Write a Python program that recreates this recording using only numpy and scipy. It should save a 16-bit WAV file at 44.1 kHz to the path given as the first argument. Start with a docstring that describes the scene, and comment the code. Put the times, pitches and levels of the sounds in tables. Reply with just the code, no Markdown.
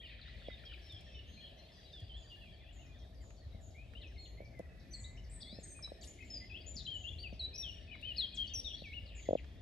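"""Whistled bird songs come first, near and far in a wet wood where trunks scatter each note into a short tail.
Each note is a gliding near-sine; random noise tails make the echoes, and a far chorus fills in behind.
Dull knocks and footfall thuds on a boardwalk are damped resonances; small ticks are short noise bursts.
Under it all lies a far traffic rumble made of noise bands. A hand-held phone colours the result."""
import sys
import numpy as np
from scipy import signal
from scipy.fft import rfft, irfft
from scipy.io import wavfile
from scipy.ndimage import uniform_filter1d

SR = 44100
rng = np.random.default_rng(int(sys.argv[2]) if len(sys.argv) > 2 else 0)


def to_wav(s):
    """Save 16-bit WAV."""
    ch = np.atleast_2d(s).T  # columns
    pcm = np.round(np.clip(ch, -1, 1) * 32767)  # PCM
    wavfile.write(sys.argv[1], SR, pcm.astype(np.int16))


N = 423801  # length in samples
FLUTTER_DB = 1.8  # moving leaves shake the direct sound of the birds


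def undb(db):
    """Turn dB into a plain multiplier."""
    return 10 ** (np.asarray(db) / 20)


def lookup(x, table):
    """Read a two-column table at x, with straight lines between its rows."""
    return np.interp(x, *np.transpose(table))


def curve(seconds, values):
    """Stretch values given at some times into one value a sample."""
    return np.interp(np.arange(N) / SR, seconds, values)


def walk(rate_hz):
    """Slow random drift: random levels, held for one step and smoothed twice; spread near 1."""
    hold = int(SR / rate_hz)
    steps = np.repeat(rng.standard_normal(N // hold + 1), hold)
    return 1.39 * uniform_filter1d(uniform_filter1d(steps, hold), hold)[:N]


def add(out, s, sound):
    """Mix a sound into all channels of out, starting at s seconds."""
    i = max(int(s * SR), 0)
    out[:, i:i + sound.shape[1]] += sound[:, :N - i]


def whistle(length_s, pitch_hz, early_db, late_db, pan_db, edge_s, warble_hz=0., strokes_hz=1.):
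    """A gliding near-sine with soft ends and a faint octave; a warble adds repeated falling strokes."""
    t = np.arange(int((length_s + edge_s) * SR)) / SR
    glide_hz = np.interp(t, np.linspace(0, length_s, len(pitch_hz)), pitch_hz)
    stroke = t * strokes_hz % 1  # runs from 0 to 1 in each stroke
    hz = uniform_filter1d(glide_hz, size=120) + warble_hz * (1 - 2 * stroke)
    phase = 2 * np.pi * np.cumsum(hz) / SR
    envelope = np.sin(np.pi / 2 * np.clip(np.minimum(t, t[-1] - t) / edge_s, 0, 1)) ** 2
    if warble_hz > 20:
        envelope *= np.sin(np.pi * stroke)  # each stroke swells and fades
    gain = undb(np.interp(t / length_s, [.25, .75], [early_db, late_db]))
    # the octave's strength depends on the pitch of the note
    octave_db = np.interp(hz, [3160, 4760, 5000, 5350, 7000], [-48, -28.5, -52.0, -22.5, -33.0])
    tone = np.sqrt(2) * (np.sin(phase) + undb(octave_db) * np.sin(2 * phase))
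    left_right = undb(np.array([[pan_db], [-pan_db]]) / 2)
    return tone * envelope * gain * left_right


def wood(dry, t60_s):
    """Echoes from many trunks: a lumpy noise tail that builds up quickly, partly unlike left and right."""
    t = np.arange(int(1.2 * t60_s * SR)) / SR
    same, left, right = rng.standard_normal((3, len(t)))
    noise = 1.01 * same + np.array([left, right])
    lumps_db = 2.5 * walk(150)[:len(t)]
    decay_db = -60 * t / t60_s
    tail = noise * undb(lumps_db + decay_db) * (1 - np.exp(-t / 0.0026))
    tail /= np.sqrt(np.sum(tail ** 2) / 2)
    return signal.fftconvolve(dry, tail, axes=1)[:, :N]


# The whistled notes that stand out, each with a quick opening glide and a slower one after it.
# Each row: start in seconds, length in seconds, start pitch in Hz, turn pitch in Hz, end pitch in Hz,
# level in dB before leaves and echoes, left minus right in dB.
WHISTLED_NOTES = [(.002, 0.012, 3200, 3230, 3330, -53.5, 3), (0.033, 0.033, 2910, 3120, 2730, -54.5, -1),
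                  (0.068, 0.04, 3220, 3430, 3850, -64, 3), (.437, .035, 2830, 2860, 2840, -62, 0),
                  (.484, 0.028, 3270, 3400, 3750, -70, 2), (0.714, 0.026, 2480, 3030, 4150, -60.5, 5),
                  (0.258, 0.035, 3450, 3700, 4110, -59.5, 5), (.398, 0.039, 4150, 3450, 3300, -63, 5),
                  (0.448, 0.031, 3760, 3400, 3280, -56, 0), (0.48, 0.037, 2770, 2043, 2000, -60.5, -9),
                  (0.516, 0.035, 3780, 3740, 3570, -56.5, 3), (0.65, 0.064, 3170, 3280, 2870, -56, -1),
                  (0.652, 0.02, 5920, 5260, 3500, -64, 9), (0.72, 0.027, 3520, 3060, 2340, -55.5, 7),
                  (0.894, 0.082, 3790, 3510, 3190, -54.5, 1), (1.09, 0.087, 2600, 2586, 2630, -62.5, -2),
                  (1.135, 0.064, 3660, 3630, 3600, -63.5, 6), (1.145, 0.058, 3056, 3003, 2854, -55.5, 0),
                  (1.313, 0.14, 4220, 4185, 4200, -62.5, 5), (1.375, 0.027, 2500, 2470, 2400, -60.5, -3),
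                  (1.403, 0.066, 3260, 3336, 3180, -54.5, -1), (1.591, 0.033, 4100, 4180, 4210, -62, 9),
                  (1.408, 0.061, 2980, 2990, 3020, -58.5, 3), (1.851, 0.047, 3910, 3900, 3780, -64, 14),
                  (1.884, 0.18, 4900, 4940, 4670, -69.5, 6), (1.929, 0.07, 3720, 3560, 3240, -55, -1),
                  (2.093, 0.09, 3270, 3026, 3500, -54.5, -1), (2.217, 0.094, 4910, 4640, 4700, -67, 6),
                  (2.297, 0.065, 3400, 2820, 2834, -55, 1), (2.482, 0.18, 2350, 2330, 2400, -70, -1),
                  (2.297, 0.18, 3520, 3410, 3280, -65.5, 9), (2.402, 0.083, 3030, 2710, 2315, -60.5, -3),
                  (2.485, 0.054, 3264, 3400, 3140, -66, 16), (2.516, 0.042, 4740, 4470, 4380, -70, 1),
                  (2.563, 0.14, 3280, 3456, 3360, -68, 9), (2.663, 0.051, 2380, 2700, 3020, -64, 7),
                  (2.787, 0.032, 2660, 2820, 3000, -65, 7), (2.918, 0.049, 3380, 3410, 3650, -68, 9),
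                  (2.995, 0.048, 3220, 3280, 3250, -69, 5), (2.818, 0.12, 2770, 2465, 2400, -65, 1),
                  (3.151, 0.06, 4800, 4740, 4700, -73, 4), (3.37, .075, 4600, 4450, 4100, -69.5, 8),
                  (3.508, 0.051, 3950, 3840, 3840, -68.5, 8), (3.744, .1, 2050, 2380, 2600, -59, 4),
                  (3.952, 0.034, 2690, 2885, 3140, -56, 9), (4.016, 0.023, 4580, 3700, 2710, -54.5, 4),
                  (4.038, 0.036, 2770, 2590, 2494, -57.5, 3), (4.677, 0.17, 1950, 1960, 1970, -72, -6),
                  (4.904, 0.24, 1966, 2006, 2072, -66, -5), (4.162, 0.03, 2470, 2090, 2260, -61.5, 3),
                  (4.179, 0.077, 4240, 4310, 4194, -54, 1), (4.252, 0.012, 4200, 3730, 2830, -58.5, 6),
                  (4.37, 0.1, 1960, 2270, 2325, -62, 1), (5.173, 0.022, 2070, 3070, 2860, -61, 4),
                  (4.522, 0.13, 2270, 2050, 1941, -64.5, 3), (4.908, 0.033, 5900, 6020, 6100, -62.5, 5),
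                  (4.936, 0.02, 4930, 4450, 4230, -46.5, 2), (5.043, 0.022, 3420, 3850, 3940, -54, 4),
                  (5.404, 0.017, 4380, 4800, 5670, -60, 4), (5.405, 0.019, 3180, 3530, 4800, -57, 3),
                  (5.42, 0.015, 4610, 4760, 3410, -49.5, 4), (5.434, 0.12, 3330, 3420, 4260, -56.5, 3.5),
                  (5.448, 0.11, 3700, 4330, 5280, -59.5, 2), (5.453, 0.14, 1990, 2265, 2720, -68.5, 7),
                  (5.558, 0.022, 5300, 5270, 5170, -63, 7), (5.629, 0.098, 6520, 6380, 6300, -58.5, 4),
                  (5.63, 0.15, 8080, 8380, 8480, -55, 1), (5.746, 0.094, 2506, 2485, 2280, -61.5, 1),
                  (5.825, 0.025, 6030, 5060, 5340, -51.5, 4), (5.84, 0.026, 4000, 3916, 3940, -47, 0.5),
                  (6.015, 0.026, 4790, 4600, 2780, -57, 2), (6.03, 0.022, 9000, 7000, 3530, -58.5, 5),
                  (6.046, 0.028, 9550, 9000, 7500, -63.5, -2), (6.075, 0.039, 6860, 6950, 7000, -56.5, 6),
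                  (6.188, 0.0097, 2440, 2210, 2070, -56.5, 5), (6.206, 0.027, 2520, 2550, 2510, -57, 8),
                  (6.226, .015, 2030, 2100, 2240, -56, 4), (6.302, 0.081, 5230, 5180, 4820, -47.5, 3),
                  (6.407, 0.036, 2150, 1995, 2100, -58, -1), (6.498, 0.058, 2690, 2480, 2690, -51, 7),
                  (6.546, 0.032, 2590, 2860, 3376, -49.5, 7.5), (6.605, .02, 4500, 4650, 4950, -61, 3),
                  (6.664, 0.096, 6650, 7150, 6960, -54, 11.5), (6.853, 0.018, 4070, 4030, 3890, -49.5, 2),
                  (6.863, 0.009, 3900, 3500, 2850, -51, 10), (6.871, 0.1, 3060, 3230, 2923, -44.5, 7.5),
                  (7.04, .053, 2683, 2816, 3500, -44, 7), (7.185, 0.05, 3820, 4675, 4585, -50, 3),
                  (7.234, 0.043, 3245, 2750, 2486, -49.5, 8), (7.394, 0.069, 4490, 3890, 3975, -41, 1.5),
                  (7.526, 0.14, 2415, 2552, 2597, -57.5, 4.5), (7.541, 0.024, 5000, 5300, 5830, -52, 5),
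                  (7.557, 0.0088, 5850, 5470, 4840, -50, 4), (7.577, 0.048, 5940, 5650, 5544, -44.5, 6.5),
                  (7.626, 0.076, 3930, 3240, 2815, -45.5, 6), (7.875, 0.03, 2410, 2620, 2450, -58, 8),
                  (7.915, 0.022, 2920, 2970, 2890, -54, 6), (7.91, 0.044, 2290, 2580, 2160, -53, 7.5),
                  (7.928, 0.11, 3900, 3940, 3680, -63.5, 8), (8.027, 0.04, 2490, 2880, 3120, -48.5, 9),
                  (8.07, 0.055, 3070, 3097, 2820, -45, 6), (8.165, 0.028, 2520, 2530, 2490, -59.5, 2),
                  (8.318, 0.043, 2540, 2470, 2520, -62.5, 1), (8.274, 0.019, 3750, 3630, 3390, -60, 8),
                  (8.335, 0.017, 3530, 3440, 3220, -59, 4), (8.2, 0.021, 2050, 1990, 1900, -68, 0),
                  (8.044, 0.056, 2474, 2555, 2470, -55.5, 1), (8.161, .012, 3720, 4220, 5230, -51, 4),
                  (8.174, 0.012, 5250, 4870, 4400, -48.5, 5), (8.182, 0.031, 4330, 4295, 3840, -38.5, 5),
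                  (8.214, 0.042, 3850, 3346, 3156, -40.5, 5.5), (8.373, 0.058, 3505, 3198, 3205, -39, 6.5),
                  (8.431, 0.033, 3240, 3040, 2895, -47.5, 8), (8.507, 0.039, 3240, 2905, 2530, -57.5, 7),
                  (8.345, 0.036, 8960, 7000, 3390, -57, 5), (8.477, 0.0092, 3880, 4520, 4590, -51.5, 2),
                  (8.492, 0.015, 3360, 3700, 3580, -57, 6), (8.537, 0.025, 5910, 6126, 5500, -43, 3),
                  (8.556, 0.047, 5330, 5600, 5600, -40, 6.5), (8.644, 0.044, 3760, 3737, 3360, -43.5, 8),
                  (8.735, 0.016, 3340, 3330, 3360, -42.5, 4), (8.777, 0.022, 4030, 4650, 3820, -62, -3),
                  (8.838, 0.088, 2920, 2287, 2170, -53.5, 2), (9.193, 0.013, 2640, 2460, 2200, -63, 3),
                  (9.256, .014, 2140, 2110, 1900, -60.5, -2), (8.927, 0.066, 2174, 2966, 2740, -50.5, 7.5)]
# Faint voices are unsteady. Each row: note level in dB, pitch scatter as a share of the pitch.
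PITCH_WAVER = [(-72, .018), (-62, .003)]
# Strong notes grow, faint ones fade. Each row: note level in dB, growth in dB over the middle half.
NOTE_SWELL = [(-73, -2), (-55, 0), (-26, 3)]
# Rattles of quick falling strokes. Each row: start in seconds, length in seconds, start pitch in Hz,
# end pitch in Hz, strokes a second, level in dB before leaves and echoes.
RATTLE_CALLS = [(0.212, 0.02, 4290, 3740, 90, -57.5), (6.765, 0.049, 4960, 3710, 164, -47),
                (8.687, 0.034, 3455, 3150, 84, -47.5), (8.748, 0.084, 4030, 4130, 62, -59.5),
                (9.06, 0.052, 4670, 3410, 77, -64), (9.1, 0.105, 2886, 2446, 68, -59),
                (9.372, 0.026, 3130, 2186, 104, -56), (6.189, 0.066, 2380, 2180, 106, -69)]
TURN_SHARE = .36  # part of a note spent on the opening glide
GLIDE_EASE = 1.51  # above 1: the opening glide slows into the turn


def near_birds():
    """Notes that stand out; leaves close by blur each one and the wood adds its tail."""
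    to_wood, direct, to_leaves = np.zeros((3, 2, N))
    along = np.linspace(0, 1, num=19)
    opening = np.clip(1 - along / TURN_SHARE, 0, 1) ** GLIDE_EASE
    closing = np.clip((along - TURN_SHARE) / (1 - TURN_SHARE), 0, 1)
    waver = rng.standard_normal((len(WHISTLED_NOTES), len(along)))
    for (s, length, start, turn, end, db, pan_db), chance in zip(WHISTLED_NOTES, waver):
        pitch = turn + (start - turn) * opening + (end - turn) * closing
        pitch *= 1 + chance * lookup(db, PITCH_WAVER)
        half_swell_db = lookup(db, NOTE_SWELL) / 2
        note = whistle(length, pitch, db - half_swell_db, db + half_swell_db, pan_db,
                       edge_s=0.0027 + 0.05 * length)
        # faint means far: less direct sound and more blur from leaves; short notes keep more of their direct
        # sound
        direct_db = np.interp(db, [-68, -52], [-13, -1.5]) * min(length / 0.061, 1)
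        leaves_db = np.interp(db, [-58, -42], [0, -8])
        add(to_wood, s - .002, note)
        add(direct, s - .002, note * undb(direct_db))
        add(to_leaves, s - .002, note * undb(leaves_db))
    for s, length, start, end, rate_hz, db in RATTLE_CALLS:
        note = whistle(length, [start, end], db, db, 5.6, edge_s=0.0023, warble_hz=606, strokes_hz=rate_hz)
        for part in (to_wood, direct, to_leaves):
            add(part, s, note)
    shaken = direct * undb(FLUTTER_DB * walk(70))
    blur = undb(-5.5) * wood(to_leaves, t60_s=0.073)
    return shaken + blur + undb(-7.5) * wood(to_wood, t60_s=0.54)


# In the bird tables below, levels are before the direct sound and echoes are balanced.
# Steep sweeps whose pitch settles fast. Each row: start in seconds, length in seconds,
# pitch in Hz that the glide comes from (it begins partway in), end pitch in Hz, level in dB.
SWEEP_CALLS = [(0.368, .028, 3540, 4420, -70), (.58, 0.0183, 3100, 4320, -68),
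               (6.011, 0.0092, 3620, 7600, -61), (6.073, 0.011, 4020, 7140, -60.5),
               (8.614, 0.0077, 3610, 5050, -65)]
# One bird's high buzzy call, repeated. Each row: start in seconds, length in seconds, level in dB.
BUZZ_CALLS = [(2.169, 0.076, -74), (2.726, 0.088, -71), (3.212, 0.097, -72), (3.608, 0.067, -68),
              (4.2, 0.089, -72.5), (5.594, 0.12, -68), (6.245, .12, -69), (6.938, 0.11, -66.5),
              (9.149, 0.089, -62)]
BUZZ_FROM_HZ, BUZZ_END_HZ, BUZZ_WARBLE_HZ = 7700, 6650, 403
# Other rough, warbled notes. Each row: start in seconds, length in seconds, pitch in Hz that the glide
# comes from (it begins partway in), end pitch in Hz, warble depth in Hz up and down, level in dB.
RASP_CALLS = [(.815, 0.15, 5760, 5250, 230, -69), (1.04, 0.12, 5600, 5500, 360, -73),
              (1.271, 0.079, 6500, 6380, 130, -74.5), (1.737, 0.07, 6000, 5850, 200, -76),
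              (1.715, 0.14, 5500, 4700, 80, -71), (1.57, 0.031, 6030, 5800, 150, -75.5),
              (2.95, 0.13, 3300, 3670, 260, -74), (9.21, 0.122, 3480, 3400, 250, -69.5),
              (4.1, 0.186, 4800, 3400, 280, -80.5), (2.62, 0.077, 2900, 2500, 150, -73.5),
              (4.926, 0.11, 8400, 7440, 880, -64), (4.993, 0.0298, 8440, 6700, 220, -60.5),
              (5.296, 0.056, 6950, 8800, 530, -61), (5.34, 0.031, 7870, 8040, 198, -58.5),
              (6.028, 0.038, 11700, 10900, 440, -69), (8.56, 0.027, 9500, 8400, 900, -72)]
# Thin falling "tsip" calls, alike in start pitch and length.
# Each row: start in seconds, end pitch in Hz, level in dB.
TSIP_CALLS = [(.1, 3900, -81), (7.328, 4920, -71), (8.466, 5000, -65), (1.925, 4160, -71),
              (2.295, 4800, -78), (2.857, 5100, -77), (2.986, 5170, -73.5), (3.143, 4620, -78),
              (3.361, 4410, -77), (3.495, 3880, -89), (3.703, 3770, -73), (4.07, 5170, -73.5),
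              (4.444, 4340, -70.5), (4.795, 3840, -70), (5.161, 5140, -71), (5.238, 4500, -69.5),
              (6.218, 5070, -75), (6.755, 5200, -58.5), (8.855, 4370, -69), (9.252, 3550, -73)]
TSIP_S, TSIP_START_HZ = 0.013, 6720


def deep_wood_birds():
    """Sweeps, buzzes, rasps and tsips from deeper in the wood: more tail than direct sound."""
    out = np.zeros((2, N))
    calls = [(s, length, start, end, 0, db) for s, length, start, end, db in SWEEP_CALLS]
    calls += [(s, length, BUZZ_FROM_HZ, BUZZ_END_HZ, BUZZ_WARBLE_HZ, db) for s, length, db in BUZZ_CALLS]
    calls += list(RASP_CALLS)
    for s, length, start, end, warble, db in calls:
        pitch = end + (start - end) * np.array([0.82, 0.23, 0.19, 0.061, 0.0])
        # longer calls fade in and out more gently
        add(out, s, whistle(length, pitch, db, db, 4.3, edge_s=0.0014 + 0.024 * length,
                            warble_hz=warble, strokes_hz=185.7))
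    for s, end, db in TSIP_CALLS:
        pitch = end + (TSIP_START_HZ - end) * np.array([1, .45, 0])
        add(out, s, whistle(TSIP_S, pitch, db, db, 2, edge_s=0.005))
    return undb(FLUTTER_DB * walk(90) - 0.5) * out + undb(3.0) * wood(out, t60_s=0.48)


# Low arched notes of one far bird. Each row: start in seconds, top pitch in Hz,
# place of the crest as a share of the length.
ARCHED_NOTES = [(1.572, 2130, .5), (1.685, 2100, .4), (1.767, 1950, .4), (1.928, 1770, .5), (2.0, 1875, .5),
                (2.148, 1830, 0.66), (2.238, 1860, 0.34), (2.355, 1790, 0.64), (2.408, 1850, .3),
                (2.515, 1840, .6), (2.608, 2110, .3), (2.676, 1960, 0.47), (2.76, 2110, 0.79),
                (2.85, 2070, 0.72), (2.935, 2000, .1), (3.016, 2050, 0.17), (3.122, 1910, .8),
                (3.2, 2150, 0.12), (3.412, 1960, 0.58), (3.525, 2220, 0.6), (3.57, 2120, 0.12),
                (4.0, 2060, .25), (4.088, 2060, 0.09)]
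ARCH_S, ARCH_BEND, ARCH_DB = 0.037, 0.347, -75  # length, depth of the pitch bend, middle level
# Low falling clucks of one bird. Each row: start in seconds, level in dB.
CLUCK_CALLS = [(0.186, -66.5), (0.272, -65), (.412, -67), (0.494, -65), (0.63, -65), (0.716, -63)]
CLUCK_S, CLUCK_START_HZ, CLUCK_END_HZ = 0.0114, 2010, 1330


def low_far_birds():
    """A far bird repeats a low arch whose crest comes early or late, another clucks; distance blurs both."""
    out = np.zeros((2, N))
    along = np.linspace(0, 1, num=9)
    for (s, top_hz, crest), chance in zip(ARCHED_NOTES, rng.standard_normal(len(ARCHED_NOTES))):
        db = ARCH_DB + 1.5 * chance
        longer_side = .5 + abs(crest - .5)
        fall = (along - crest) ** 2 / (longer_side * 2 - .5)  # the line below works out this same bend again
        fall = (along - crest) ** 2 / (.5 + abs(crest - .5) * 2)
        add(out, s, whistle(ARCH_S, top_hz * (1 - ARCH_BEND * fall), db, db, -2.5, edge_s=0.0079))
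    for s, db in CLUCK_CALLS:
        add(out, s, whistle(CLUCK_S, [CLUCK_START_HZ, CLUCK_END_HZ], db, db, 0, edge_s=.003))
    return out + undb(-4.5) * wood(out, t60_s=0.09)


# Loudness of the far chorus over time.
# Each row: time in seconds, level of the high voices in dB, level of the low voices in dB.
CHORUS_LEVELS = [(0.0, -63, -60.5), (2.19, -67.5, -79.5), (2.78, -74, -78), (3.51, -83, -92),
                 (4.07, -69, -78), (4.74, -95.5, -72), (6.37, -67.5, -71), (6.9, -69.5, -75.5),
                 (8.0, -68, -70), (8.24, -60.5, -72), (9.61, -72, -74.5)]
# Loudness of chorus notes by pitch. Each row: pitch in Hz, relative level in dB.
CHORUS_TONE = [(1700, -2.5), (2200, -6), (3200, 6.5), (4200, 0.5), (5200, -8.5)]


def far_birds(count=2500):
    """Very many short falling and rising notes at random, mostly echo; high and low voices swell apart."""
    s, *levels = np.transpose(CHORUS_LEVELS)
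    voices = np.zeros((2, 2, N))  # high voices, then low voices, each in stereo
    lowest_hz, highest_hz = CHORUS_TONE[0][0], CHORUS_TONE[-1][0]
    for when, pitch, glide, length, size, side in rng.random((count, 6)):
        centre = lowest_hz * (highest_hz / lowest_hz) ** pitch
        note_db = lookup(centre, CHORUS_TONE) - 1.8 * np.log(size)
        bend = 0.513 * (1 - 0.734 * length) * (glide - .35)  # longer notes bend less
        glide_hz = centre * (1 + bend * np.array([1, 0, -.5]))
        note = whistle(0.00766 + 0.02505 * length ** 2, glide_hz, note_db, note_db, 8 * side - 3, edge_s=0.0012)
        add(voices[int(centre < 2600)], when * N / SR, note)
    out = 0
    for voice, level_db in zip(voices, levels):
        heard = undb(-2.5) * voice + wood(voice, t60_s=0.95)
        # even out the loudness over a third of a second, then follow the table
        power = uniform_filter1d(np.mean(heard ** 2, axis=0), size=SR // 3)
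        out = out + heard / np.sqrt(power + 1e-9) * undb(curve(s, level_db))
    return out


def ring(hz, rise_s, count):
    """A soft blow into a well damped resonance: swells over a cycle or two and dies; peak 1."""
    t = np.arange(int(12 * count * rise_s * SR)) / SR
    y = t ** count * np.exp(-t / rise_s) * np.sin(2 * np.pi * hz * t)
    return y / np.abs(y).max()


# Knocks on the boardwalk. Each row: time in seconds, peak of the hollow knock in dB, peak of the thud in dB.
KNOCK_HITS = [(.484, -35, -56), (3.546, -52.5, -47), (4.404, -40.5, -54), (4.419, -49, -55),
              (4.595, -36, -51), (4.601, -38.5, -43.5), (5.527, -52.5, -42), (5.586, -42.5, -44),
              (5.918, -38.5, -53), (6.759, -65, -44.5), (7.326, -47, -40.5), (8.82, -44, -45),
              (9.288, -21.5, -62), (9.3079, -25.5, -50), (9.3301, -20.5, -44), (9.3522, -22, -47)]
# Footfalls on the planks. Each row: start in seconds, peak in dB midway between left and right.
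FOOTFALLS = [(0.929, -42), (2.018, -38.5), (5.011, -43), (8.061, -46), (8.565, -46.5), (9.293, -42.5)]
BODY_LAG_S = 0.00047  # the low part travels through the hand and reaches the left port later


def knocks():
    """Damped resonances: a hollow knock with some body, a lower thud of the planks, and deep footfalls."""
    out = np.zeros((2, N))
    left, right = out[:1], out[1:]
    knock, body, thud = ring(564, 0.00095, count=3), ring(283, 0.0013, count=1), ring(200.0, 0.0032, count=1)
    for s, knock_db, thud_db in KNOCK_HITS:
        add(out, s - .0006, undb(knock_db) * knock[None])
        for port, lag_s in ((left, BODY_LAG_S), (right, 0)):
            add(port, s + 0.00013 + lag_s, undb(knock_db - 7.5) * body[None])
            add(port, s + lag_s, undb(thud_db) * thud[None])
    footfall = ring(98.0, 0.011, count=1) * np.array([[1.1], [.9]])  # a little stronger on the left
    for s, db in FOOTFALLS:
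        add(out, s, undb(db) * footfall)
    return out


# Broad ticks. Each row: start in seconds, level in dB before the snap's fading shape,
# top of the noise band in Hz.
TICK_SNAPS = [(0.923, -70, 12100), (1.008, -71.5, 11900), (2.002, -71, 8950), (3.24, -71, 1610),
              (3.305, -68, 2600), (3.936, -65, 2500), (4.591, -69.5, 13000), (5.791, -65.5, 1510),
              (5.875, -64, 1510), (7.953, -64, 2030), (8.014, -73, 12600), (9.444, -67, 2950)]


def ticks():
    """Dry snaps of noise with a short tail, as from twigs and drops."""
    out = np.zeros((2, N))
    t = np.arange(SR // 30) / SR
    fade = 2.6 * np.exp(-t / 0.0035) + .55 * np.exp(-t / .022)  # sharp snap, then a weaker tail
    for s, db, top_hz in TICK_SNAPS:
        band = signal.butter(2, [800, top_hz], "band", fs=SR, output="sos")
        burst = signal.sosfilt(band, rng.standard_normal((2, len(t))))
        add(out, s, undb(db) * burst / burst.std() * fade)
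    return out


# Tone of the steady air. Each row: pitch in Hz, relative level in dB per Hz.
AIR_TONE = [(15, -41), (25, 5.5), (71, 2.5), (163, -13), (476, -24.5), (651, -20.5), (914, -38),
            (1220, -41.5), (1900, -43), (3550, -40), (6990, -53), (8840, -53), (10100, -67.5), (11500, -45),
            (12700, -93.5), (16500, -107), (22000, -120)]
# Swell of the rumble; only the change around each column's average is used.
# Each row: time in seconds, deep rumble in dB, upper rumble in dB.
RUMBLE_SWELL = [(0.0, -59.5, -70), (1.15, -57.5, -66.5), (1.63, -61, -68.5), (3.53, -55, -68.5),
                (4.55, -55.5, -65.5), (5.17, -55.5, -66), (6.579, -57.5, -62.5), (6.77, -54, -65),
                (8.4, -58.5, -66), (8.96, -54.5, -68.5), (9.61, -57, -64)]
AIR_DB = -48  # overall rms level before the phone


def air():
    """Half-octave noise bands of far traffic and leaves flicker alone; the bass swells, alike at both ports."""
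    hz = np.arange(N // 2 + 1) * SR / N + 1
    log_hz = np.log(hz)
    tone_hz, tone_db = np.transpose(AIR_TONE)
    mid, side = rfft(rng.standard_normal((2, N))) * undb(np.interp(log_hz, np.log(tone_hz), tone_db))
    # little left-right difference in the bass, more higher up
    side = side * np.interp(log_hz, np.log([40, 150, 500, 750, 1200]), [0.071, 0.3, 0.31, 0.33, 0.82])
    lean = undb(np.interp(log_hz, np.log([100, 400]), [1.2, .1]))  # the bass leans left
    both = np.array([(mid + side) * lean, (mid - side) / lean])
    s, deep_db, upper_db = np.transpose(RUMBLE_SWELL)
    deep_swell = curve(s, deep_db - np.mean(deep_db))
    upper_swell = curve(s, upper_db - np.mean(upper_db))
    out = 0
    for octave in np.arange(4, 14.5, .5):  # band centre is 2 ** octave Hz
        band = np.clip(1 - 2 * np.abs(np.log2(hz) - octave), 0, 1)
        # the upper swell weakens with pitch until it is gone
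        swell_db = deep_swell if octave < 7.2 else upper_swell * np.clip((9.6 - octave) / 1.14, 0, 1)
        out = out + irfft(both * band, N) * undb(swell_db + 2.2 * walk(9))
    return out * undb(AIR_DB) / np.sqrt(np.mean(out ** 2))


def scene():
    """Birds, knocks, ticks and the steady air together."""
    birds = near_birds() + deep_wood_birds() + low_far_birds() + far_birds()
    return birds + knocks() + ticks() + air()


# Phase difference of the phone's two ports. Each row: pitch in Hz, lead of the left port in radians.
PORT_PHASE = [(100, -0.17), (380, -0.098), (520, -0.93), (780, -1.1), (1300, -1.13), (2070, -0.38),
              (2930, 1.5), (3960, -0.24), (5600, 1.2), (8870, -0.32)]


def record(dry):
    """The two ports differ in phase and the left one is duller; the phone cuts the deep bass and the top."""
    hz = np.arange(N // 2 + 1) * SR / N
    lead = np.exp(1j * lookup(hz, PORT_PHASE))
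    dull = undb(np.interp(hz, [6000, 11000], [0, -3.5]))
    left = irfft(rfft(dry[0]) * lead * dull, N)
    bass_cut = signal.cheby1(3, 3.0, 50, "high", fs=SR, output="sos")
    top_cut = signal.ellip(8, .2, 70, 12600, fs=SR, output="sos")
    return signal.sosfilt(top_cut, signal.sosfilt(bass_cut, [left, dry[1]]))


dry = scene()
out = record(dry)
to_wav(out)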